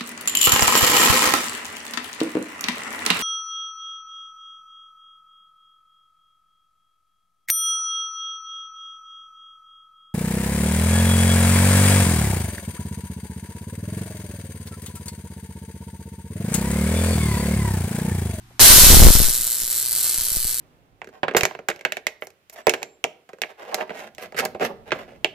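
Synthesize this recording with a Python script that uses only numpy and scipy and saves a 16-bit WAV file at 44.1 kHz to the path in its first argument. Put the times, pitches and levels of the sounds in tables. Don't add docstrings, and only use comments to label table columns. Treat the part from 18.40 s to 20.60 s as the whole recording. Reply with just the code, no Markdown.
import sys
import numpy as np
from scipy import signal
from scipy.fft import rfft, irfft
from scipy.io import wavfile
from scipy.ndimage import uniform_filter1d

SR = 44100
rng = np.random.default_rng(int(sys.argv[2]) if len(sys.argv) > 2 else 0)


def to_linear_factor(level_db):
    exponent = np.asarray(level_db, float) / 20
    return 10 ** exponent


def wrap_up_sound(samples):
    columns = np.atleast_2d(samples).T
    tamed = np.clip(columns, -1, 1)
    steps = np.round(tamed * 32767).astype(np.int16)
    wavfile.write(sys.argv[1], SR, steps)


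N = 97020
T = np.arange(N) / SR

REFIRE_SHARES = (.55, .15)
# time_s, plate_path_ms, wander_ms
ARC_PATH = [(.2, .5, .03), (.9, .516, .025), (.97, .516, .005), (1.15, .512, .004), (1.2, .516, .02),
            (1.3, .51, .006), (1.42, .508, .004), (1.44, .478, .004), (1.58, .474, .004), (1.6, .512, .008),
            (1.7, .488, .01), (1.8, .5, .018), (1.95, .488, .015), (2.05, .482, .005), (2.2, .5, .006)]
# plate_path_share, left_db, right_db
ECHOES = [
    (.17, -10, -8),
    (.49, -9, -11),
    (.78, -12, -11),
    (1, -2, -1),
    (1.45, -15, -16),
    (1.9, -12, -14),
]
# freq_hz, level_db
CRACK_COLOUR = [(200, -46.5), (1500, -20.5), (3000, -20.5), (4900, -4), (6500, -3.5), (8200, -3.3),
                (11700, -0.4), (14000, -2.5)]
# freq_hz, level_db
ROOM_COLOUR = [(300, -8.5), (900, -13.5), (1600, -5), (2200, -9), (3600, 0.5), (5000, -0.5), (8200, 0.5),
               (11500, 0.7), (14000, 2)]
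# time_s, gain_db
SPARK_GAIN = [(.19, 29), (.35, 24), (.5, 19.5), (.65, 11), (.75, 8.5), (.85, 4.5), (.95, -2.2), (1.1, -3.5),
              (1.17, -7), (1.22, -3.5), (1.26, -5), (1.3, -6.5), (1.34, -4), (1.4, -3.5), (1.75, -1.96),
              (2.0, -4.5), (2.2, -4.5)]
# time_s, left_step_fs,
# right_step_fs (full scale)
BIAS_JUMPS = [(0.22, -0.62, 1), (0.2226, 0.22, -1.2), (0.235, 0.08, 0.94), (0.2431, -0.35, -0.61),
              (0.3029, -1.7, -2.8), (0.306, 1, 1), (0.336, -1.1, -0.29), (0.3625, -0.65, -0.49),
              (0.3798, -1.2, -0.47), (0.42, -0.79, -0.32), (0.4345, -1.7, 0.066), (0.4362, 0.01, -0.93),
              (0.4674, -0.78, -1.1), (0.4865, 0.44, 0.14), (0.503, -1.5, -1.3), (0.512, 0.17, 0.58),
              (0.519, -0.39, -1.5), (0.5292, -1.7, -0.84), (0.5366, 1, 0.1), (0.5437, -1.17, -1.24),
              (0.5468, 1, 0.22), (0.5538, -0.41, -0.78), (0.57, -0.56, -2.6), (0.577, 0.38, 0.56),
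              (0.5884, 0.76, -0.11), (0.5947, -0.1, -0.58),
              (0.6012, -1.5, -0.7), (0.6098, 0.57, -1.24), (0.62, -2.1, -1.4), (0.6269, 2.2, 0.8),
              (0.6431, -0.77, -0.39), (0.6511, -1.6, -2), (0.6603, -0.21, 0.52), (0.663, 1.6, 0.38),
              (0.6699, -2.5, -0.59), (0.6775, 0.58, 0.17), (0.6833, 1.4, 0.13), (0.7049, -1.16, -0.36),
              (0.7529, -0.92, -0.31), (0.7706, -0.5, 0.0067), (0.7864, 0.08, -0.0011),
              (0.8025, -0.82, -0.18), (0.8183, -0.57, -0.023), (0.8848, -0.15, -0.048),
              (0.9016, -0.16, 0.0003), (1.0135, -0.02, -0.01), (1.2342, -0.03, -0.03),
              (1.7841, -0.06, -0.012), (1.8167, -0.04, -0.02), (1.9178, -0.05, -0.02),
              (1.9689, -0.14, -0.049), (2.051, -0.1, -0.045),
              (0.9684, -0.014, 0.0047), (0.986, -0.032, -0.013), (1.002, -0.049, -0.03),
               (1.068, -0.019, -0.01), (1.2183, -0.017, -0.0075), (1.4688, -0.005, 0.0029),
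               (1.951, -0.027, -0.0066)]
# freq_hz, level_db
CLACK_COLOUR = [(300, -18), (1100, 4.5), (1700, 2), (3000, -7), (8000, -2), (14000, -25)]
# freq_hz, rms_db
HUM = [(118.4, -55), (236.9, -70)]
# freq_hz, rms_db
WHINES = [(12328, -80), (13194, -82)]
# freq_hz, density_db (per Hz)
AIR_COLOUR = [(15, -82), (25, -43), (122, -15), (151, -10.5), (363, -20), (511, -54.5), (569, -60),
              (703, -23.5), (14000, -40)]

ON_S, HALF_CYCLE_HZ = 0.2005, 120
PORT_LAG_MS = -0.025
HEADROOM = 0.91


def level(x, db):
    return x * to_linear_factor(db) / np.sqrt(np.mean(x ** 2))


def colour(x, table):
    hz, db = np.array(table).T
    bins_hz = np.arange(1025) * SR / 2048
    log_gain = np.interp(np.log(bins_hz + 1), np.log(hz), db) * np.log(10) / 20
    cepstrum = irfft(log_gain)
    cepstrum[1:1024] *= 2
    cepstrum[1025:] = 0
    response = irfft(np.exp(rfft(cepstrum)))[None, :1024]
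    return signal.fftconvolve(np.atleast_2d(x), response, axes=1)[:, :N]


def clicks(times, sizes):
    at = times * SR
    spot = np.floor(at).astype(int)[:, None] + np.arange(-7, 9)
    offset = spot - at[:, None]
    shape = np.sinc(offset) * np.cos(offset * np.pi / 16) ** 2 * sizes[:, None]
    return np.bincount(np.clip(spot, 0, N + 99).ravel(), shape.ravel(), N + 100)[:N]


def band_pass(x, low_hz, high_hz):
    return signal.sosfilt(signal.butter(2, (low_hz, high_hz), "band", fs=SR, output="sos"), x)


def stereo_noise(size, alike_hz):
    mid, side = rng.standard_normal((2, size))
    side = signal.sosfilt(signal.butter(2, min(alike_hz, 15000), "high", fs=SR, output="sos"), side)
    return np.array([mid + side, mid - side])


def firings():
    first_ms, odd_later_ms, jitter_ms = 1.45, 0.75, 0.28
    refire_ms, refire_spread_ms, refire_db, scatter_db = 1.4, 1.5, -2.5, 2.8
    k = np.arange(int(ON_S * HALF_CYCLE_HZ), int(N / SR * HALF_CYCLE_HZ) + 1)
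    scatter = rng.standard_normal((len(k), 4)).T
    chance = rng.random((len(k), 4)).T
    first = k / HALF_CYCLE_HZ + (first_ms + odd_later_ms * (k % 2) + jitter_ms * scatter[0]) / 1000
    second = first + (refire_ms + refire_spread_ms * chance[0]) / 1000
    third = second + (refire_ms + refire_spread_ms * chance[1]) / 1000
    again = to_linear_factor(refire_db) * (chance[2] < REFIRE_SHARES[0])
    once_more = again * (chance[3] < REFIRE_SHARES[1])
    strength = to_linear_factor(scatter_db * np.clip(scatter[1:], -3, 1.3))
    sizes = [np.ones(len(k)), again, once_more] * strength
    return np.r_[first, second, third], sizes.ravel()


def cracks(times, sizes):
    arc_s, path_ms, wander_ms = np.array(ARC_PATH).T
    path = np.interp(times, arc_s, path_ms)
    loose = np.interp(times, arc_s, wander_ms)
    wander = rng.standard_normal((len(times), len(ECHOES), 2)).T
    out = np.array([clicks(times, sizes), clicks(times + PORT_LAG_MS / 1000, sizes)])
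    for j, (share, *echo_db) in enumerate(ECHOES):
        for c, sign in enumerate((1, -1)):
            stray = loose * (wander[0, j] + 0.59 * sign * wander[1, j])
            late_ms = share * path + c * PORT_LAG_MS + stray
            out[c] += to_linear_factor(echo_db[c]) * clicks(times + late_ms / 1000, sizes)
    return level(colour(out, CRACK_COLOUR), -16)


def room(times, sizes):
    t60_s, gap_ms = 0.26, 2
    t = T[:SR // 2]
    polarity = np.floor(times * HALF_CYCLE_HZ) % 2
    fade = to_linear_factor(-60 * t / t60_s) * np.clip(t * 1000 / gap_ms - 1, 0, 1)
    out = 0
    for k in range(2):
        tail = stereo_noise(len(t), 4860) * fade
        sparks = clicks(times, sizes * (polarity == k))
        out = out + signal.fftconvolve(sparks[None], tail, axes=1)[:, :N]
    return level(colour(out, ROOM_COLOUR), -22.5)


def bias(times, sizes, drive):
    bias_hz, damping = 8.25, 0.62
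    jump_ms, right_slower = 0.24, 1.96
    nudge_db, nudge_scatter_db = -49, 3
    jump_s, left, right = np.array(BIAS_JUMPS).T
    even = np.floor(times * HALF_CYCLE_HZ) % 2 == 0
    push = sizes * even * to_linear_factor(nudge_scatter_db * rng.standard_normal(len(times)))
    nudges = -to_linear_factor(nudge_db) * clicks(times, push) * drive
    w = 2 * np.pi * bias_hz
    b, a = signal.bilinear([1, 0], [1, 2 * damping * w, w * w], SR)
    out = []
    for steps, rise_ms in ((left, jump_ms), (right, jump_ms * right_slower)):
        swing = SR * signal.lfilter(b, a, clicks(jump_s, steps) + nudges)
        pole = np.exp(-1000 / (rise_ms * SR))
        out.append(signal.lfilter([1 - pole], [1, -pole], swing))
    return np.array(out)


def preamplifier(sparks, drift):
    bias_rail, squash = 1, 0.9
    dip_db, dip_ms = -32, 0.17
    squeezed = np.tanh(sparks / HEADROOM)
    drift = drift / bias_rail
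    held = bias_rail * drift / (1 + drift ** 4) ** 0.25
    offset = held * (1 - squash * squeezed ** 2)
    power = uniform_filter1d(np.abs(squeezed), int(dip_ms * SR / 1000) + 1, axis=1)
    dip = to_linear_factor(dip_db) * (power - uniform_filter1d(power, SR // 60, axis=1))
    return HEADROOM * squeezed + offset - dip


def clack():
    start_s, decay_ms = 0.1948, 7
    fade = (T > start_s) * np.exp(-np.abs(T - start_s) * 1000 / decay_ms)
    return to_linear_factor(-10) * fade * level(colour(stereo_noise(N, 2500), CLACK_COLOUR), 0)


def tick():
    start_s, decay_ms = 0.107, 9
    fade = (T > start_s) * np.exp(-np.abs(T - start_s) * 1000 / decay_ms)
    return to_linear_factor(-47) * fade * level(band_pass(rng.standard_normal(N), 420, 720), 0)


def quiet_room():
    duck_db, duck_s = -10, 0.4
    tones = sum(to_linear_factor(db) * np.sqrt(2) * np.sin(2 * np.pi * hz * T) for hz, db in HUM + WHINES)
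    air = level(colour(stereo_noise(N, 620), AIR_COLOUR), -54)
    duck = to_linear_factor(duck_db * np.clip((T - ON_S) / duck_s, 0, 1))
    return duck * (tones + air)


def rumble():
    return level(band_pass(stereo_noise(N, 140), 18, 70), -57.5)


def scene():
    times, sizes = firings()
    drive = to_linear_factor(np.interp(T, *np.array(SPARK_GAIN).T))
    sparks = drive * (cracks(times, sizes) + room(times, sizes))
    overloaded = preamplifier(sparks, bias(times, sizes, drive))
    return overloaded + clack() + tick() + quiet_room() + rumble()


def top_cut(x):
    return signal.sosfilt(signal.butter(12, 15540, fs=SR, output="sos"), x)


def record(dry):
    cut = signal.sosfilt(signal.ellip(9, 0.5, 70, 14200, fs=SR, output="sos"), dry)
    return top_cut(np.clip(cut, -1, 1))


dry = scene()
out = record(dry)
wrap_up_sound(out)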